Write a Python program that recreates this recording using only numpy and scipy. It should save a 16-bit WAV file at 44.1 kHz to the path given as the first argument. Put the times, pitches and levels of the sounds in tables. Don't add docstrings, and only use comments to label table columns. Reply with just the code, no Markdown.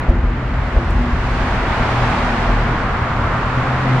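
import sys
import numpy as np
from scipy import signal
from scipy.fft import rfft, irfft
from scipy.io import wavfile

SR = 44100
rng = np.random.default_rng(int(sys.argv[2]) if len(sys.argv) > 2 else 0)


def file_out(sig):
    cols = np.atleast_2d(sig).T
    lim = np.clip(cols, -1, 1)
    pcm = np.round(lim * 32767).astype(np.int16)
    wavfile.write(sys.argv[1], SR, pcm)


N = 176400

# frequency in Hz, level in dB.
HISS_SPECTRUM = [(800, -15.5), (2500, 3.5), (4500, -3.5), (7000, -13), (10300, -23.5), (12000, -35.5),
                 (15000, -54)]


def undb(db):
    return 10 ** (np.asarray(db) / 20)


def curve(rows, column=1):
    rows = np.array(rows)
    return np.interp(np.arange(N) / SR, rows[:, 0], rows[:, column])


def equalise(x, points):
    hz, db = np.array(points).T
    gain_db = np.interp(np.log(np.fft.rfftfreq(N, 1 / SR) + 1), np.log(hz), db)
    return irfft(rfft(x) * undb(gain_db), N)


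def noise(spectrum):
    x = equalise(rng.standard_normal(N), spectrum)
    return x / x.std()


def wander(rate_hz):
    count = 1024
    hz = np.fft.rfftfreq(count, N / SR / count)
    x = irfft(rfft(rng.standard_normal(count)) / (1 + (hz / rate_hz) ** 4))
    return np.interp(np.linspace(0, count - 1, N), np.arange(count), x / x.std())


def pan_left(x, db):
    return x * undb(np.array([[db], [-db]]) / 2)


def tyres(spectrum):
    # frequency in Hz, gain of the side signal in dB.
    width = [(60, -31.5), (125, -19.5), (250, -16.5), (500, -15.5), (1000, -8.5), (2000, -4.5), (4000, 0),
             (10000, 0.5)]
    mid, side = noise(spectrum), equalise(noise(spectrum), width)
    return np.array([mid + side, mid - side]) * undb(0.19 * wander(rate_hz=3.9))


def distant_traffic():
    # frequency in Hz, level in dB.
    rush_spectrum = [(150, 0.5), (300, -4), (450, -4), (700, -2), (1100, -2.5), (1450, -4), (2000, -8),
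                     (3000, -20), (4500, -31), (5800, -39.5), (7000, -41), (10000, -60.5), (15000, -68)]
    # time in seconds, level in dB.
    rush_level = [(0, -24.5), (.09, -26.5), (.18, -28.5), (.55, -25.5), (1.1, -26), (1.5, -22.5),
                  (1.85, -25), (2.6, -22.5), (3.2, -23), (3.55, -22), (4, -21.5)]
    hiss_level = [(0, -56), (.2, -64), (.7, -48.5), (1.1, -47.5), (1.42, -42), (1.65, -49), (2.1, -40.5),
                  (2.8, -53), (3.35, -45), (3.75, -44), (4, -44)]
    rush = tyres(rush_spectrum) * undb(curve(rush_level))
    return rush + tyres(HISS_SPECTRUM) * undb(curve(hiss_level))


def far_cars():
    # frequency in Hz, level in dB.
    tread_spectrum = [(300, -40), (520, -20), (720, -7.5), (1100, 0), (1400, -2.5), (1750, -13.5),
                      (3000, -25.5), (12000, -69)]
    nearest_s, half_width_s, peak_db = 3.32, 0.9, -25.5
    t = np.arange(N) / SR
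    return tyres(tread_spectrum) * undb(peak_db) / (1 + ((t - nearest_s) / half_width_s) ** 2)


def deck_rumble():
    # frequency in Hz, level in dB.
    rumble_spectrum = [(10, -2), (25, -21), (42, 10), (58, -7.5), (82, 4), (102, -3.5), (150, -6.5),
                       (220, -7.5), (300, -12), (500, -27.5), (4000, -110)]
    boom_spectrum = [(25, -26), (42, 5.5), (52, 6), (63, -4.5), (80, -1), (92, -7), (110, -16.5),
                     (200, -38), (243, -10), (280, -25), (500, -41), (4000, -110)]
    # time in seconds, level in dB.
    rumble_level = [(0, -20.5), (.65, -25), (1.15, -21.5), (1.36, -24), (1.55, -21), (1.82, -20.5),
                    (2.2, -20.5), (2.4, -23), (2.7, -20.5), (3.25, -21.5), (3.6, -26.5), (4, -29)]
    boom_level = [(0, -28.5), (.14, -17.5), (.33, -18.5), (.41, -30), (.47, -18.5), (.68, -21.5), (.8, -22),
                  (1.01, -17.5), (1.08, -28.5), (1.38, -19), (1.6, -27), (4, -50)]
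    rumble = noise(rumble_spectrum) * undb(curve(rumble_level))
    return rumble + noise(boom_spectrum) * undb(curve(boom_level))


def engine_note(track, overtones, scatter, flutter_hz):
    phase = 2 * np.pi * np.cumsum(curve(track)) / SR

    def partial(multiple):
        echoes = scatter * (wander(flutter_hz) + 1j * wander(flutter_hz))
        return ((1 + echoes) * np.exp(1j * multiple * phase)).real

    gain, overtone_gain = undb(curve(track, column=2)), undb(curve(track, column=3))
    note = partial(1) + overtone_gain * sum(undb(db) * partial(k) for k, db in overtones)
    return note * np.sqrt(2 / (1 + 2 * scatter ** 2)) * gain


def far_engine():
    # time in seconds, firing rate in Hz, level in dB, overtone gain in dB.
    track = [(0, 124.4, -32.5, 2), (.65, 122.2, -26.5, -14.5), (1, 121.5, -28.5, 0.5),
             (1.65, 121, -25.5, -7.5), (2.35, 118.8, -24, -7), (3, 118.5, -27, -10),
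             (4, 120.2, -32.5, -7.5)]
    # multiple of the firing rate, level in dB.
    overtones = [(2, 0), (3, -11.5)]
    return engine_note(track, overtones, scatter=0.55, flutter_hz=5.5)


def heavy_engine():
    # time in seconds, firing rate in Hz, level in dB, overtone gain in dB.
    track = [(0, 126, -77, -8), (3.2, 130, -38.5, -18), (3.55, 128, -23.5, -8.5), (3.75, 128.5, -21, -19),
             (3.84, 129.5, -18.5, -13.5), (3.93, 128.5, -14.5, -13), (4, 127.8, -15.5, -17)]
    # multiple of the firing rate, level in dB.
    overtones = [(2, 3.5), (3, -15), (4, -12.5)]
    # frequency in Hz, level in dB.
    exhaust_spectrum = [(60, -26), (150, 4), (215, 1.5), (290, 1), (370, -19), (1000, -25.5), (6000, -90)]
    exhaust = noise(exhaust_spectrum) * undb(curve(track, column=2) - 10.5)
    return engine_note(track, overtones, scatter=0.089, flutter_hz=8) + exhaust


def ticks():
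    # peak time in seconds, level in dB, rise and decay time in seconds.
    clicks = [(.092, -38, 0.00035), (0.1012, -39, 0.00028), (.908, -43.5, .0025), (.990, -53, .002)]
    # frequency in Hz, level in dB.
    tick_spectrum = [(2500, -23), (5400, 5), (9500, -3), (13500, -10), (16000, -26)]
    t = np.arange(N) / SR
    spikes = sum(undb(db) * np.exp(-abs(t - when) / decay) for when, db, decay in clicks)
    return noise(tick_spectrum) * spikes


def deck_ring(age, hz, t60):
    attack_s = 0.0085
    envelope = np.exp(-np.log(1000) * age / t60) * (1 - np.exp(-age / attack_s))
    return -np.sin(2 * np.pi * hz * age) * envelope


def deck_thumps():
    # time in seconds, push pitch in Hz, then thump, sway and knock in dB.
    wheels = [(.096, 44.4, 0, -27, -24), (0.246, 54, -11, -28, -36), (.775, 50, -3.5, -26, -22.5),
              (.908, 81, -9, -36, -36), (1.132, 56, -7, -28, -39), (1.81, 45, -10, -24, -40),
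              (2.487, 42, -14.5, -10.5, -30)]
    # frequency in Hz, level in dB, seconds to fall by 60 dB.
    joint_modes = [(75, 11, 0.059), (125, -9.5, 0.39), (230.6, -2, 0.27), (340.4, 1, 0.54),
                   (455, -13, 0.23), (543, 4, 0.11)]
    # frequency in Hz, level in dB.
    slap_spectrum = [(60, -8), (170, -3.5), (350, -5), (520, -3), (740, -5), (980, -16.5), (1500, -24),
                     (8000, -73)]
    span_hz, span_t60_s = 40.7, 0.99
    push_width_cycles, joint_detune = 0.38, 0.0071
    slap_db, slap_decay_s = 1.5, 0.024
    t, out = np.arange(N) / SR, 0
    slap_noise = undb(slap_db) * noise(slap_spectrum)
    for when, push_hz, thump_db, sway_db, knock_db in wheels:
        cycles, age = push_hz * (t - when), np.maximum(t - when, 0)
        push = -np.sin(2 * np.pi * cycles) * np.exp(-(cycles / push_width_cycles) ** 2 / 2)
        sway = deck_ring(age, span_hz, span_t60_s)
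        joint = sum(undb(db) * deck_ring(age, hz * (1 + joint_detune * rng.standard_normal()), t60)
                    for hz, db, t60 in joint_modes)
        slap = slap_noise * np.exp(-abs(t - when) / slap_decay_s)
        out = out + undb(thump_db) * push + undb(sway_db) * sway + undb(knock_db) * (joint + slap)
    return out


def passing_cars():
    # time when nearest in seconds, speed in m/s, roar level there in dB.
    cars = [(2.03, 19.3, -20.5), (4.15, 30, -26)]
    # frequency in Hz, level in dB.
    roar_spectrum = [(150, -7), (370, -2), (500, -3), (750, 2.9), (1100, 1.4), (1600, -3), (2300, -8),
                     (3500, -19), (5500, -31.5), (9500, -54), (15000, -74.5)]
    road_distance_m, hiss_db = 15.8, -18.5
    roar_falloff, hiss_falloff = 2.82, 2.3
    t, out = np.arange(N) / SR, 0
    for when, speed, db in cars:
        along_m = speed * (t - when)
        nearness = road_distance_m / np.hypot(along_m, road_distance_m)
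        roar = tyres(roar_spectrum) * nearness ** roar_falloff
        hiss = undb(hiss_db) * tyres(HISS_SPECTRUM) * nearness ** hiss_falloff
        out = out + undb(db) * (roar + hiss)
    return out


def scene():
    # frequency in Hz, gain in dB.
    left_shade = [(500, 0.4), (2000, -1), (8000, -1.5)]
    left, right = distant_traffic() + passing_cars() + far_cars()
    road = np.array([equalise(left, left_shade), right])
    low_end = deck_rumble() + heavy_engine() + far_engine() + deck_thumps()
    return road + pan_left(low_end, db=0.7) + ticks()


def record(dry):
    low_cut_hz, ceiling, high_cut_hz = 6, 0.96, 15700
    low_cut = signal.butter(1, low_cut_hz, "high", fs=SR, output="sos")
    high_cut = signal.ellip(8, 0.2, 70, high_cut_hz, fs=SR, output="sos")
    clipped = np.clip(signal.sosfilt(low_cut, dry), -ceiling, ceiling)
    return signal.sosfilt(high_cut, clipped)


dry = scene()
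out = record(dry)
file_out(out)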